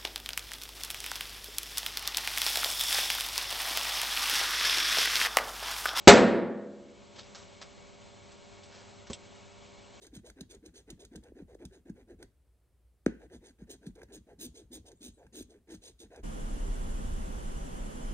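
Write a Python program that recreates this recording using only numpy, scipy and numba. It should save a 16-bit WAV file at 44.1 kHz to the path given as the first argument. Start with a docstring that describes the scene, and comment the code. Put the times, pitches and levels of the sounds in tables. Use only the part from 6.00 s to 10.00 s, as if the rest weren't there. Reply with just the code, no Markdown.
"""A small bare room, a stereo microphone, and a balloon held over a lighter, close enough to overload it.
The balloon bursts: a blast, a flap of rubber, then the walls ring, the bass longest. The bang ducks the
recorder's gain; as it recovers, a quiet fan, microphone rumble and hiss creep back. Soft handling rustles
and small clicks follow, and near the end a dull bump and one sharper click. Throughout, the recorder adds
a very short repeating echo that makes everything slightly hollow."""
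import sys
import numpy as np
from scipy import signal
from scipy.fft import rfft, irfft
from scipy.io import wavfile
from scipy.ndimage import uniform_filter1d
from numba import njit

SR = 44100
rng = np.random.default_rng(int(sys.argv[2]) if len(sys.argv) > 2 else 0)


def inscribe(sig):
    """Save sig as 16-bit PCM at rate SR to the path in sys.argv[1].

    A 1-D sig is mono; a 2-D sig holds one channel per row.
    Samples are clipped to [-1, 1] before scaling.
    """
    pcm = np.round(np.clip(np.atleast_2d(sig).T, -1, 1) * 32767)
    wavfile.write(sys.argv[1], SR, pcm.astype(np.int16))


N = 176400
T = np.arange(N) / SR
HZ = np.fft.rfftfreq(N, 1 / SR) + 1e-3
POP_S, TAIL_RISE_S = .0738, .014
BAND_HZ = 8020  # upper edge of the recorder's band

# Stereo width of the room at the microphone. Each row: frequency in Hz, side minus mid in dB.
ROOM_WIDTH = [(60, -11), (100, -10), (180, -15), (300, -10), (520, -16.5), (880, -15.5), (1510, -18.5),
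              (2590, -26.5), (4430, -19.5), (7590, -23.5)]


def amp(db):
    """Decibels to gain."""
    return 10 ** (np.asarray(db) / 20)


def along(hz, table, column=1):
    """One column of a table, read on a log-frequency axis."""
    table = np.array(table, float)
    return np.interp(np.log(hz), np.log(table[:, 0]), table[:, column])


def noise(gain, side_db):
    """Stereo noise with the given gain and width per frequency; its mid signal has rms 1."""
    spectra = rfft(rng.standard_normal((2, N))) * gain
    mid, side = irfft(spectra[0], N), irfft(spectra[1] * amp(side_db), N)
    return (mid + side * np.array([[1], [-1]])) / mid.std()


def coloured(colour, width=ROOM_WIDTH):
    """Noise whose spectrum and stereo width follow (Hz, dB) points."""
    return noise(amp(along(HZ, colour)), along(HZ, width))


def waver(hz):
    """Random drift of rms 1, mostly slower than hz."""
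    return noise(np.exp(-(HZ / hz) ** 2), 0).mean(axis=0)


def burst(start, rise, t60):
    """Envelope, times in seconds: a quick swell, then a decay of 60 dB per t60."""
    age = np.maximum(T - start, 0)
    return (1 - np.exp(-age / rise)) * np.exp(-np.log(1000) * age / t60)


def ring(modes, start, rise):
    """Damped sines set off at one moment."""
    return sum(amp(db) * burst(start, rise, t60) * np.sin(2 * np.pi * (hz * T + rng.random()))
               for hz, db, t60 in modes)


def lowpass(x, hz):
    """Steep low-pass."""
    return signal.sosfilt(signal.ellip(12, .2, 80, hz, fs=SR, output="sos"), x)


def balloon():
    """The skin gives way: one swing of pressure, the ring of the freed air, rubber tearing and flapping."""
    # Brief ring of air and skin. Each row: frequency in Hz, relative level in dB, t60 in seconds.
    air_modes = [(184.8, -2, .12), (406.2, 6, 0.12), (558, 3, 0.12), (700, -4, 0.28), (845, -10.5, 0.23),
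                 (923, -10, .16), (1415, -10.5, .2), (1822, -9, 0.12), (2117, -9, 0.2)]
    blast_s, tear_lag_s = .0022, .0035
    phase = np.clip((T - POP_S) / blast_s, 0, 1)
    blast = -amp(16.5) * np.sin(2 * np.pi * phase)
    hiss = noise((HZ > 1500) & (HZ < BAND_HZ), along(HZ, ROOM_WIDTH))
    tear = amp(1) * burst(POP_S + tear_lag_s, rise=.0005, t60=.039) * hiss
    return blast + ring(air_modes, POP_S, rise=.0004) + tear


def room():
    """The bare walls answer: standing waves, strong early reflections and a longer tail."""
    # Standing waves. Each row: frequency in Hz, relative level in dB, t60 in seconds.
    standing_waves = [(108.5, -28.5, .8), (184.7, -9.5, 0.37), (207.9, -18.5, 1), (236.8, -14, .88),
                      (276.2, -21.5, 1), (348, -18, 0.99), (407, -18.5, .85), (488, -14.5, .9),
                      (567, -21.5, 1.05), (656, -20, 0.86), (939, -22, 0.6), (1838, -22, 0.66)]
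    # Reverberation of the bang. Each row: frequency in Hz, relative levels in dB of the early
    # reflections and of the tail, t60 of the tail in seconds.
    reverb = [(40, -29, -41.5, .6), (114, -29, -35.5, .75), (188, -10.5, -12.5, .84),
              (293, -7.5, -14.5, .84), (464, -5.5, -10, 0.84), (754, -3.5, -13.5, .7),
              (1020, -5.5, -18, 0.7), (1700, -2.5, -15, 0.66), (2800, -5, -19, 0.54),
              (4200, -4.5, -20, 0.48), (6000, -7.5, -21, 0.35), (7996, -6.5, -19.5, 0.36)]
    out = ring(standing_waves, POP_S, TAIL_RISE_S)
    octaves = np.log2(HZ)
    for hz in 31.25 * 2 ** (np.arange(33) / 4):  # quarter-octave bands
        triangle = np.maximum(1 - 4 * abs(octaves - np.log2(hz)), 0)
        band = noise(np.sqrt(triangle), along(hz, ROOM_WIDTH)) / np.sqrt(2)
        early = amp(along(hz, reverb, column=1)) * burst(POP_S, rise=.0065, t60=.12)
        tail_t60 = along(hz, reverb, column=3)
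        tail = amp(along(hz, reverb, column=2)) * burst(POP_S, TAIL_RISE_S, tail_t60)
        out = out + band * np.hypot(early, tail)  # the two add in power
    return out


def clicks():
    """Small plastic clicks; the loudest rebounds twice and makes the plastic ring."""
    # Clicks and rebounds. Each row: start in seconds, level in dB, t60 in seconds.
    hits = [(2.318, -48, .08), (2.634, -43.5, 0.08), (2.657, -55, .07), (2.783, -63, .06),
            (3.1319, -23, 0.019), (3.1381, -39, 0.032), (3.146, -39, 0.04)]
    # Spectrum of a click. Each row: frequency in Hz, relative density in dB.
    colour = [(200, -12), (1200, -12), (2200, -8), (3100, 2), (4000, 0), (5000, -3), (5800, 1.5),
              (7000, -10), (7900, 2.5)]
    # Ring of the plastic. Each row: frequency in Hz, level in dB, t60 in seconds.
    plastic_modes = [(2770, -42.5, 0.042), (3180, -40.5, 0.054), (3540, -41, 0.051), (7880, -51, 0.035)]
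    envelope = sum(amp(db) * burst(start, rise=.00015, t60=t60) for start, db, t60 in hits)
    loudest_s = max(hits, key=lambda row: row[1])[0]
    return coloured(colour) * envelope + ring(plastic_modes, loudest_s, rise=.0002)


def bump():
    """A handling knock: a dull puff of noise and the thud of the bumped body."""
    # Spectrum of the knock. Each row: frequency in Hz, relative density in dB.
    colour = [(25, -34), (45, -14), (75, -1), (130, -2), (230, 0), (420, -3), (700, -10), (1200, -17),
              (2200, -20.5), (8000, -21.5)]
    # Resonances of the body. Each row: frequency in Hz, level in dB, t60 in seconds.
    body_modes = [(75.7, -38, 0.092), (229.4, -35, 0.082), (403, -37.5, 0.066)]
    start_s = 3.0988
    knock = coloured(colour) * amp(-36) * burst(start_s, rise=.00033, t60=.14)
    return knock + ring(body_modes, start_s, rise=.00038)


def rustles():
    """Grainy rubs of handled rubber and cloth, each with its own broad resonance."""
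    # Soft rubs. Each row: start in seconds, level in dB, rise and t60 in seconds, resonance in Hz.
    rubs = [(1.158, -51, .003, 0.18, 3000), (1.181, -46.5, 0.0048, 0.22, 3620),
            (1.343, -45, 0.0064, 0.27, 7000), (1.614, -42, 0.00084, 0.1, 2400),
            (2.70, -47, 0.048, 0.5, 1690), (3.066, -51, 0.0025, 0.11, 500)]
    # Spectrum common to the rubs. Each row: frequency in Hz, relative density in dB.
    colour = [(100, -25), (500, -1.5), (1500, -2), (2500, -5.5), (3800, -2.5), (5500, -2.5), (8000, -13.5)]
    peak_db, peak_octaves, grain_db = 5, .29, 3.5
    grain = uniform_filter1d(rng.standard_normal(N), size=100)
    out = 0
    for start, db, rise, t60, hz in rubs:
        resonance_db = peak_db * np.exp(-(np.log2(HZ / hz) / peak_octaves) ** 2)
        friction = noise(amp(along(HZ, colour) + resonance_db), along(HZ, ROOM_WIDTH))
        out = out + amp(db) * burst(start, rise, t60) * friction
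    return out * amp(grain_db * grain / grain.std())


def background():
    """A quiet fan's wavering tones and whine, over the microphones' own low rumble and a soft hiss."""
    # Fan and mains tones. Each row: frequency in Hz, level in dB.
    hum = [(100, -69), (200, -70), (400.5, -66), (578, -64.5), (701, -74), (926, -74.5), (1100, -78.5),
           (2229, -80), (2902, -80.5), (4130, -77)]
    # Spectrum of the rumble and hiss. Each row: frequency in Hz, relative density in dB.
    colour = [(25, -13.5), (60, -3), (100, -1.5), (150, -4), (210, -4), (330, -7.5), (500, -7), (900, -8.5),
              (1300, -13), (1850, -15.5), (2250, -13), (2700, -14), (3400, -13), (5000, -18), (8000, -18)]
    # The rumble is wide, the hiss centred. Each row: frequency in Hz, side minus mid in dB.
    width = [(60, 2), (100, 3), (180, 3), (300, 3), (520, 0), (880, -2.5), (1510, -2.5), (2590, -16.5),
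             (4430, -18), (7590, -21.5)]
    whine_hz, whine_width_hz, left_bias_db = 2234, 71, .5
    tones = sum(amp(db) * np.sqrt(2) * np.sin(2 * np.pi * hz * T + .5 * waver(hz=3)) for hz, db in hum)
    whine_band = np.exp(-((HZ - whine_hz) / whine_width_hz) ** 2)
    whine = amp(-72.5 + 2.5 * waver(hz=6)) * noise(whine_band, along(HZ, ROOM_WIDTH))
    noise_floor = amp(-55 - .77 * waver(hz=18)) * coloured(colour, width)
    balance = amp(np.array([[left_bias_db], [-left_bias_db]]) / 2)
    return (tones + whine + noise_floor) * balance


@njit
def follow(x, attack, fall, rest):
    """Level detector: rises quickly, sinks at a steady rate back to its resting level."""
    out, level = np.empty(len(x)), rest
    for i in range(len(x)):
        if x[i] > level:
            level += (x[i] - level) * attack
        else:
            level = max(level * fall, rest)
        out[i] = level
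    return out


def scene():
    """Everything the microphone delivers, the bang far above the rest."""
    return amp(12.5) * (balloon() + room()) + rustles() + bump() + clicks() + background()


def record(dry):
    """The recorder: gain control, overload, a narrow band, a short inverted echo, clipping at full scale."""
    threshold, attack_s, recover_db_per_s = .18, .022, 18.5
    overload = .74  # level at which the microphone amplifier clips
    echo_s, echo_gain, feedback = .006667, .28, .5
    sensed = np.minimum(abs(dry.mean(axis=0)), 1.5)
    level = follow(sensed, 1 / (attack_s * SR), float(amp(-recover_db_per_s / SR)), threshold)
    gain = threshold / level
    drive = dry * gain / overload
    saturated = overload * drive / (1 + drive ** 4) ** (1 / 4)
    narrow = lowpass(saturated, BAND_HZ)
    lag = round(echo_s * SR)
    echo = sum(feedback ** k * np.pad(narrow, ((0, 0), ((k + 1) * lag, 0)))[:, :N] for k in range(8))
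    return lowpass(np.clip(narrow - echo_gain * echo, -1, 1), hz=16000)


dry = scene()
out = record(dry)
inscribe(out)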